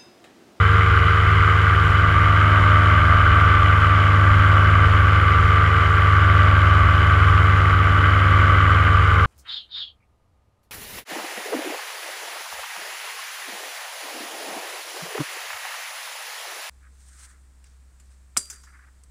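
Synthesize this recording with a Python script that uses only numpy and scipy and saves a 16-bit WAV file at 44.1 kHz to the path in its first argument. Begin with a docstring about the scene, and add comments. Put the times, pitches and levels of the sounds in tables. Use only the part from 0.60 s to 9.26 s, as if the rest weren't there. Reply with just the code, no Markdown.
"""Two low hums beat against each other, under a chopped buzz and roar: a paramotor cruising in open air.
It is heard by a small camera in a closed case worn by the pilot; the case rings above 1 kHz.
A one-cylinder two-stroke (harmonic series) turns a two-blade propeller (phase-locked series) by a reduction drive.
The blades amplitude-modulate the engine buzz and the filtered noise of their own wash.
Wind buffets the case as low filtered noise, and a difference tone wavers beneath."""
import sys
import numpy as np
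from scipy import signal
from scipy.fft import rfft, irfft
from scipy.io import wavfile
from scipy.ndimage import uniform_filter1d

SR = 44100
rng = np.random.default_rng(int(sys.argv[2]) if len(sys.argv) > 2 else 0)


def store_pcm(level_fs):
    """Save levels as 16-bit WAV."""
    pcm = np.round(np.clip(level_fs, -1, 1) * 32767).astype(np.int16)
    wavfile.write(sys.argv[1], SR, np.atleast_2d(pcm).T)


N = 381895


def undb(db):
    """Level law: amplitude ratio is ten to the power of dB / 20."""
    return 10 ** (np.asarray(db) / 20)


def walk(rate):
    """Random modulation: levels held for 1 / rate seconds, smoothed by two moving averages; spread near 1."""
    hold = int(SR / rate)
    steps = np.repeat(rng.standard_normal(N // hold + 1), hold)
    return 1.22 * uniform_filter1d(uniform_filter1d(steps, hold), hold)[:N]


def curves(table):
    """Piecewise-linear envelopes: every column after the time is joined by straight lines."""
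    seconds, *columns = np.transpose(table)
    return [np.interp(np.arange(N) / SR, seconds, column) for column in columns]


def minimum_phase_filter(x, table):
    """Spectral shaping: a causal filter, folded from the cepstrum, gives unit white noise the table's density."""
    table_hz, table_db = np.transpose(table)
    grid_hz = np.fft.rfftfreq(8192, 1 / SR)
    density_db = np.interp(np.log(grid_hz + 1), np.log(table_hz), table_db, left=-150, right=-150)
    cepstrum = irfft(np.log(undb(density_db) * np.sqrt(SR / 2)))
    # fold the negative times onto the positive ones
    half = len(cepstrum) // 2
    cepstrum[1:half] *= 2
    cepstrum[half + 1:] = 0
    impulse_response = irfft(np.exp(rfft(cepstrum)))
    return signal.fftconvolve(x, impulse_response)[:N]


def patchy_noise(flicker_db, flicker_rate, centres_hz, grain_db, grain_rate, gate):
    """Band-wise modulation: each band of white noise flickers, grains and passes a gate set by its centre."""
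    spectrum = rfft(rng.standard_normal(N))
    log_hz = np.log(np.fft.rfftfreq(N, 1 / SR) + 1)
    noise = 0
    for centre, row in zip(centres_hz, np.eye(len(centres_hz))):
        share = np.interp(log_hz, np.log(centres_hz), row)  # the overlapping shares add up to 1
        band = irfft(spectrum * share, N)
        level_db = flicker_db * walk(flicker_rate) + grain_db * walk(grain_rate)
        noise = noise + undb(level_db) * gate(centre) * band
    # random level in dB raises the mean power
    return noise / undb(np.log(10) / 20 * (flicker_db ** 2 + grain_db ** 2))


def chop(shaft, once_db, pass_db, twice_db, lag_rad):
    """Amplitude modulation: gain swings once a turn, once a blade pass and twice a pass; mean power 1."""
    twice_lead_rad = 2.8
    angle = shaft - lag_rad
    swing_db = once_db * np.cos(angle) + pass_db * np.cos(2 * angle)
    swing_db = swing_db + twice_db * np.cos(4 * angle + twice_lead_rad)
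    gain = undb(swing_db)
    return gain / np.sqrt(np.mean(gain ** 2))


# gusts (positive) and lulls (negative) of the wind: (time [s], peak level change [dB], time to fall to 1/e [s])
GUSTS_AND_LULLS = [(1.0, -6, .15), (2.0, 3.9, .2), (2.82, 6.5, 0.23), (3.63, 3, 0.14), (5.4, -3.8, 0.33),
                   (6.04, -1, .15), (7.17, -2.8, .2)]


def gusts():
    """Transient envelopes: each gust or lull is a bell curve in dB, over a restless breeze."""
    t = np.arange(N) / SR
    swells_db = sum(db * np.exp(-((t - s) / fall) ** 2) for s, db, fall in GUSTS_AND_LULLS)
    return swells_db + 1.3 * walk(4.5)


# buffeting on the case, before the gusts: (frequency [Hz], spectral density [dB per Hz])
BUFFETING_SPECTRUM = [(15, -71), (30, -55.5), (48, -50), (60, -40), (68, -49.5), (88, -54), (115, -55.5),
                      (170, -53), (215, -63.5), (420, -62), (570, -66.5), (800, -69.5), (1100, -85)]


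def wind(shaft, gust_db):
    """Turbulent pressure noise: gusts act most in the deep bass; pulsing wash fills the low middle."""
    def gate(hz):
        gust = undb(gust_db * min(70 / hz, 1.))
        return gust * chop(shaft, 0.26, 1.1 * min(hz / 300, 1.), 0.34, 1.27)

    low = patchy_noise(1.34, 7.6, [30, 60, 120, 250, 600], .3, 100, gate)
    return minimum_phase_filter(low, BUFFETING_SPECTRUM)


def undertone(crank, shaft, level_db=-37):
    """Difference tone: firing rate minus shaft rate, where the two shakes mix in the frame; it wavers."""
    level = undb(level_db + 2.7 * walk(4.3))
    return np.sqrt(2) * level * np.cos(crank - shaft + 1.2 * walk(5.4))


# wash roar as the case rings with it, before its slow swells: (frequency [Hz], spectral density [dB per Hz])
ROAR_SPECTRUM = [(700, -79), (1000, -63), (1170, -47.5), (1330, -48), (1560, -49), (1720, -59.5),
                 (1900, -58), (2050, -53.5), (2330, -61), (2780, -68), (2990, -60), (3250, -68.5),
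                 (3600, -76.5), (5000, -92.5)]
# hiss off the blade tips: (frequency [Hz], spectral density [dB per Hz])
HISS_SPECTRUM = [(2500, -92), (3800, -78.5), (4450, -84), (4970, -82.5), (5300, -88), (5660, -85.5),
                 (6150, -91), (6600, -87.5), (7300, -87.2), (8200, -95), (9500, -96.5), (10200, -93),
                 (13900, -104), (15200, -117)]


def wash(crank, shaft, wash_db):
    """Modulated turbulence noise: it throbs with each blade pass and a little with each firing; treble leads."""
    roar_lag_rad, puff_lead_rad = .85, 1.6  # of the shaft, of the crank

    def roar_gate(hz):
        return chop(shaft, .1, 2.5, 1.6, roar_lag_rad)

    def hiss_gate(hz):
        return chop(shaft, .1, 2.2, 1.5, .15 + 1600 / hz)  # the lag shrinks as pitch rises

    firing_gain = undb(0.93 * np.cos(crank + puff_lead_rad))
    roar = patchy_noise(0.43, 25, [1080, 1410, 2070, 3170], 2.04, 350, roar_gate)
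    hiss = patchy_noise(0.69, 25, [4100, 5640, 7500, 10500, 13500], 0.74, 200, hiss_gate)
    roar = minimum_phase_filter(roar * firing_gain * undb(wash_db), ROAR_SPECTRUM)
    return roar + minimum_phase_filter(hiss * firing_gain, HISS_SPECTRUM)


# engine harmonics, before trims and swells: (multiple of the firing rate, level [dB rms])
ENGINE_HARMONICS = [(1, -16.6), (4, -61.2), (5, -53.8), (6, -44.8), (7, -47.1), (10, -51.2), (11, -43.6),
                    (12, -24.7), (13, -36.7), (14, -38.1), (16, -42.4), (18, -45.9), (23, -51.0),
                    (24, -54.4), (27, -59.3), (29, -51.1), (30, -53.5), (31, -52.1), (32, -54.3),
                    (34, -55.7), (35, -56.3), (36, -59.8), (48, -70.9), (50, -71.1), (51, -70.2),
                    (55, -78.2), (56, -77.4), (57, -75.8)]


def engine(crank, shaft, hum_db, buzz_db, waver_db=0.86, slip_rad=0.64):
    """Harmonic series: a clean hum at the firing rate; its overtones waver and are chopped by the blades."""
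    buzz_lag_rad = -1.4
    (_, first_db), *overtones = ENGINE_HARMONICS
    hum = undb(first_db + 0.16 + hum_db + 0.43 * walk(10)) * np.cos(crank)
    buzz = 0
    for k, db in overtones:
        phase = k * crank + slip_rad * walk(9) + k * k  # k * k scatters the starting phases
        buzz = buzz + undb(db + waver_db * walk(14)) * np.cos(phase)
    chopped = undb(buzz_db + 0.3) * buzz * chop(shaft, 0.8, 2.46, 0.28, buzz_lag_rad)
    return np.sqrt(2) * (hum + chopped)


# blade harmonics, before swells: (multiple of the propeller shaft rate, level [dB rms],
# level gained per unit of overtone shift [dB])
BLADE_HARMONICS = [(1, -38.3, 0.0), (2, -20.6, 0.0), (4, -31.5, 0.1), (6, -40.1, 2.9), (8, -39.2, 2.1),
                   (10, -42.6, -1.3), (12, -41.1, -2.0), (14, -45.0, 3.1), (16, -43.7, 4.3),
                   (18, -45.7, 2.0), (20, -49.8, 0.5), (22, -46.1, 0.2), (24, -46.1, 4.2),
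                   (26, -46.9, -1.4), (28, -39.2, -0.8), (30, -31.6, 1.1), (32, -34.4, -1.4),
                   (34, -35.1, 2.2), (36, -38.6, -1.8), (38, -38.1, -0.9), (40, -34.2, 1.2),
                   (42, -36.6, 1.6), (44, -45.6, 0.3), (46, -50.1, 0.1), (48, -50.9, 0.1),
                   (50, -46.9, -0.0), (52, -45.0, 1.1), (54, -51.1, -0.9)]


def propeller(shaft, hum_db, shift, waver_db=1.03, drift_db=1.35, slip_rad=0.019):
    """Phase-locked harmonics: each blade pass is a slap, its high harmonics less steady."""
    slap_spread_rad = .04
    slaps = 0
    for k, db, shift_db in BLADE_HARMONICS:
        loose = min(k / 14, 1.)  # turbulence unsettles the short wavelengths most
        if k == 2:  # the blade-pass hum itself
            swell_db = hum_db
        else:  # the balance wanders: some overtones rise while others sink
            swell_db = shift_db * shift + loose * (drift_db * walk(1.59) + waver_db * walk(11))
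        phase = k * shaft - slap_spread_rad * k * k + slip_rad * k * loose * walk(7)
        slaps = slaps + undb(db + swell_db) * np.cos(phase)
    return np.sqrt(2) * slaps


# engine speed, sagging slowly at a held throttle: (time [s], firing rate [Hz])
FIRING_RATE = [(0, 99.45), (.5, 99.28), (.85, 98.9), (1.2, 98.91), (1.5, 99.13), (1.8, 98.92), (2.4, 98.85),
               (2.85, 98.32), (3.5, 98.19), (3.9, 97.93), (4.5, 97.92), (5.4, 97.59), (6.05, 97.16),
               (6.65, 97.05), (7.05, 97.17), (7.45, 97.13), (7.65, 97.4), (8.3, 97.38), (8.66, 97.27)]
# the two hums swell in turn about every two seconds:
# (time [s], engine hum level change [dB], blade hum level change [dB])
HUM_SWELLS = [(0, 1, 0.5), (.4, -2, 1), (.8, -.5, -.4), (1.4, -1.7, 0), (2.0, 1.4, -3.5), (2.42, -0.9, 2.3),
              (3.05, -0.5, 0.5), (3.25, -1, 0), (3.42, 1, -3.7), (3.65, 2.5, -2), (4.3, 1, 1.5),
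              (4.8, -1.1, 0.2), (5.24, -1.7, -.5), (5.9, 2, 1.5), (6.2, .9, 2), (6.45, -1, 2),
              (6.7, 1.3, 2.2), (7.05, .2, -1.5), (7.65, .4, -1.7), (7.9, .9, -0.5), (8.5, -1.2, 1.2)]
# balance of the blade overtones: (time [s], overtone shift [units])
OVERTONE_SHIFT = [(0, -3), (.4, -2.5), (1.2, -.9), (2.0, 1.5), (3.0, .3), (4.0, 0.75), (4.5, 0.07),
                  (4.85, -0.8), (5.45, -1.2), (5.9, 1), (6.6, -0.3), (7.9, 1), (8.5, -1.9)]
# slow swells of the rough sounds: (time [s], engine buzz level change [dB], wash roar level change [dB])
BUZZ_AND_ROAR_SWELLS = [(0, -1.5, 0.7), (1.0, -2, 0.2), (2.1, 1, 0.7), (2.8, 2.5, 1.1), (3.4, 1.8, -0.4),
                        (3.7, -0.5, -0.1), (5.0, 0.4, -.2), (5.8, 1, -0.5), (7.2, -1.3, -0.9),
                        (8.0, 0.8, 0.6), (8.66, -1.3, -1)]


def scene():
    """Superposition: sources geared to one crank add linearly, with the wind around them."""
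    reduction = 2.585  # firings per propeller turn
    (firing_hz,) = curves(FIRING_RATE)
    engine_hum_db, blade_hum_db = curves(HUM_SWELLS)
    (shift,) = curves(OVERTONE_SHIFT)
    buzz_db, wash_db = curves(BUZZ_AND_ROAR_SWELLS)

    turns = np.cumsum(firing_hz) / SR
    crank = 2 * np.pi * (turns - .25)
    # the slap arrives a little earlier or later as its overtones shift
    slap_offset_turns = .035 - .025 * uniform_filter1d(shift, SR // 2)
    shaft = 2 * np.pi * (turns / reduction + slap_offset_turns)

    sound = wind(shaft, gusts()) + undertone(crank, shaft) + wash(crank, shaft, wash_db)
    sound = sound + engine(crank, shaft, engine_hum_db, buzz_db + 0.3 * walk(5))  # the buzz flickers
    sound = sound + propeller(shaft, blade_hum_db, shift)
    return sound[None]


def record(dry, drive=0.51):
    """Soft saturation: the capsule rounds loud peaks, mixing the two hums; the camera cuts the top steeply."""
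    rounded = np.tanh(drive * dry) / drive
    # opens and closes without a click
    samples = np.arange(N)
    fade = np.minimum(np.minimum(samples, samples[::-1]) / 100, 1)
    low_pass = signal.ellip(12, .2, 80, 15150, fs=SR, output="sos")  # ripple and stop band [dB], edge [Hz]
    return signal.sosfilt(low_pass, rounded * fade)


dry = scene()
out = record(dry)
store_pcm(out)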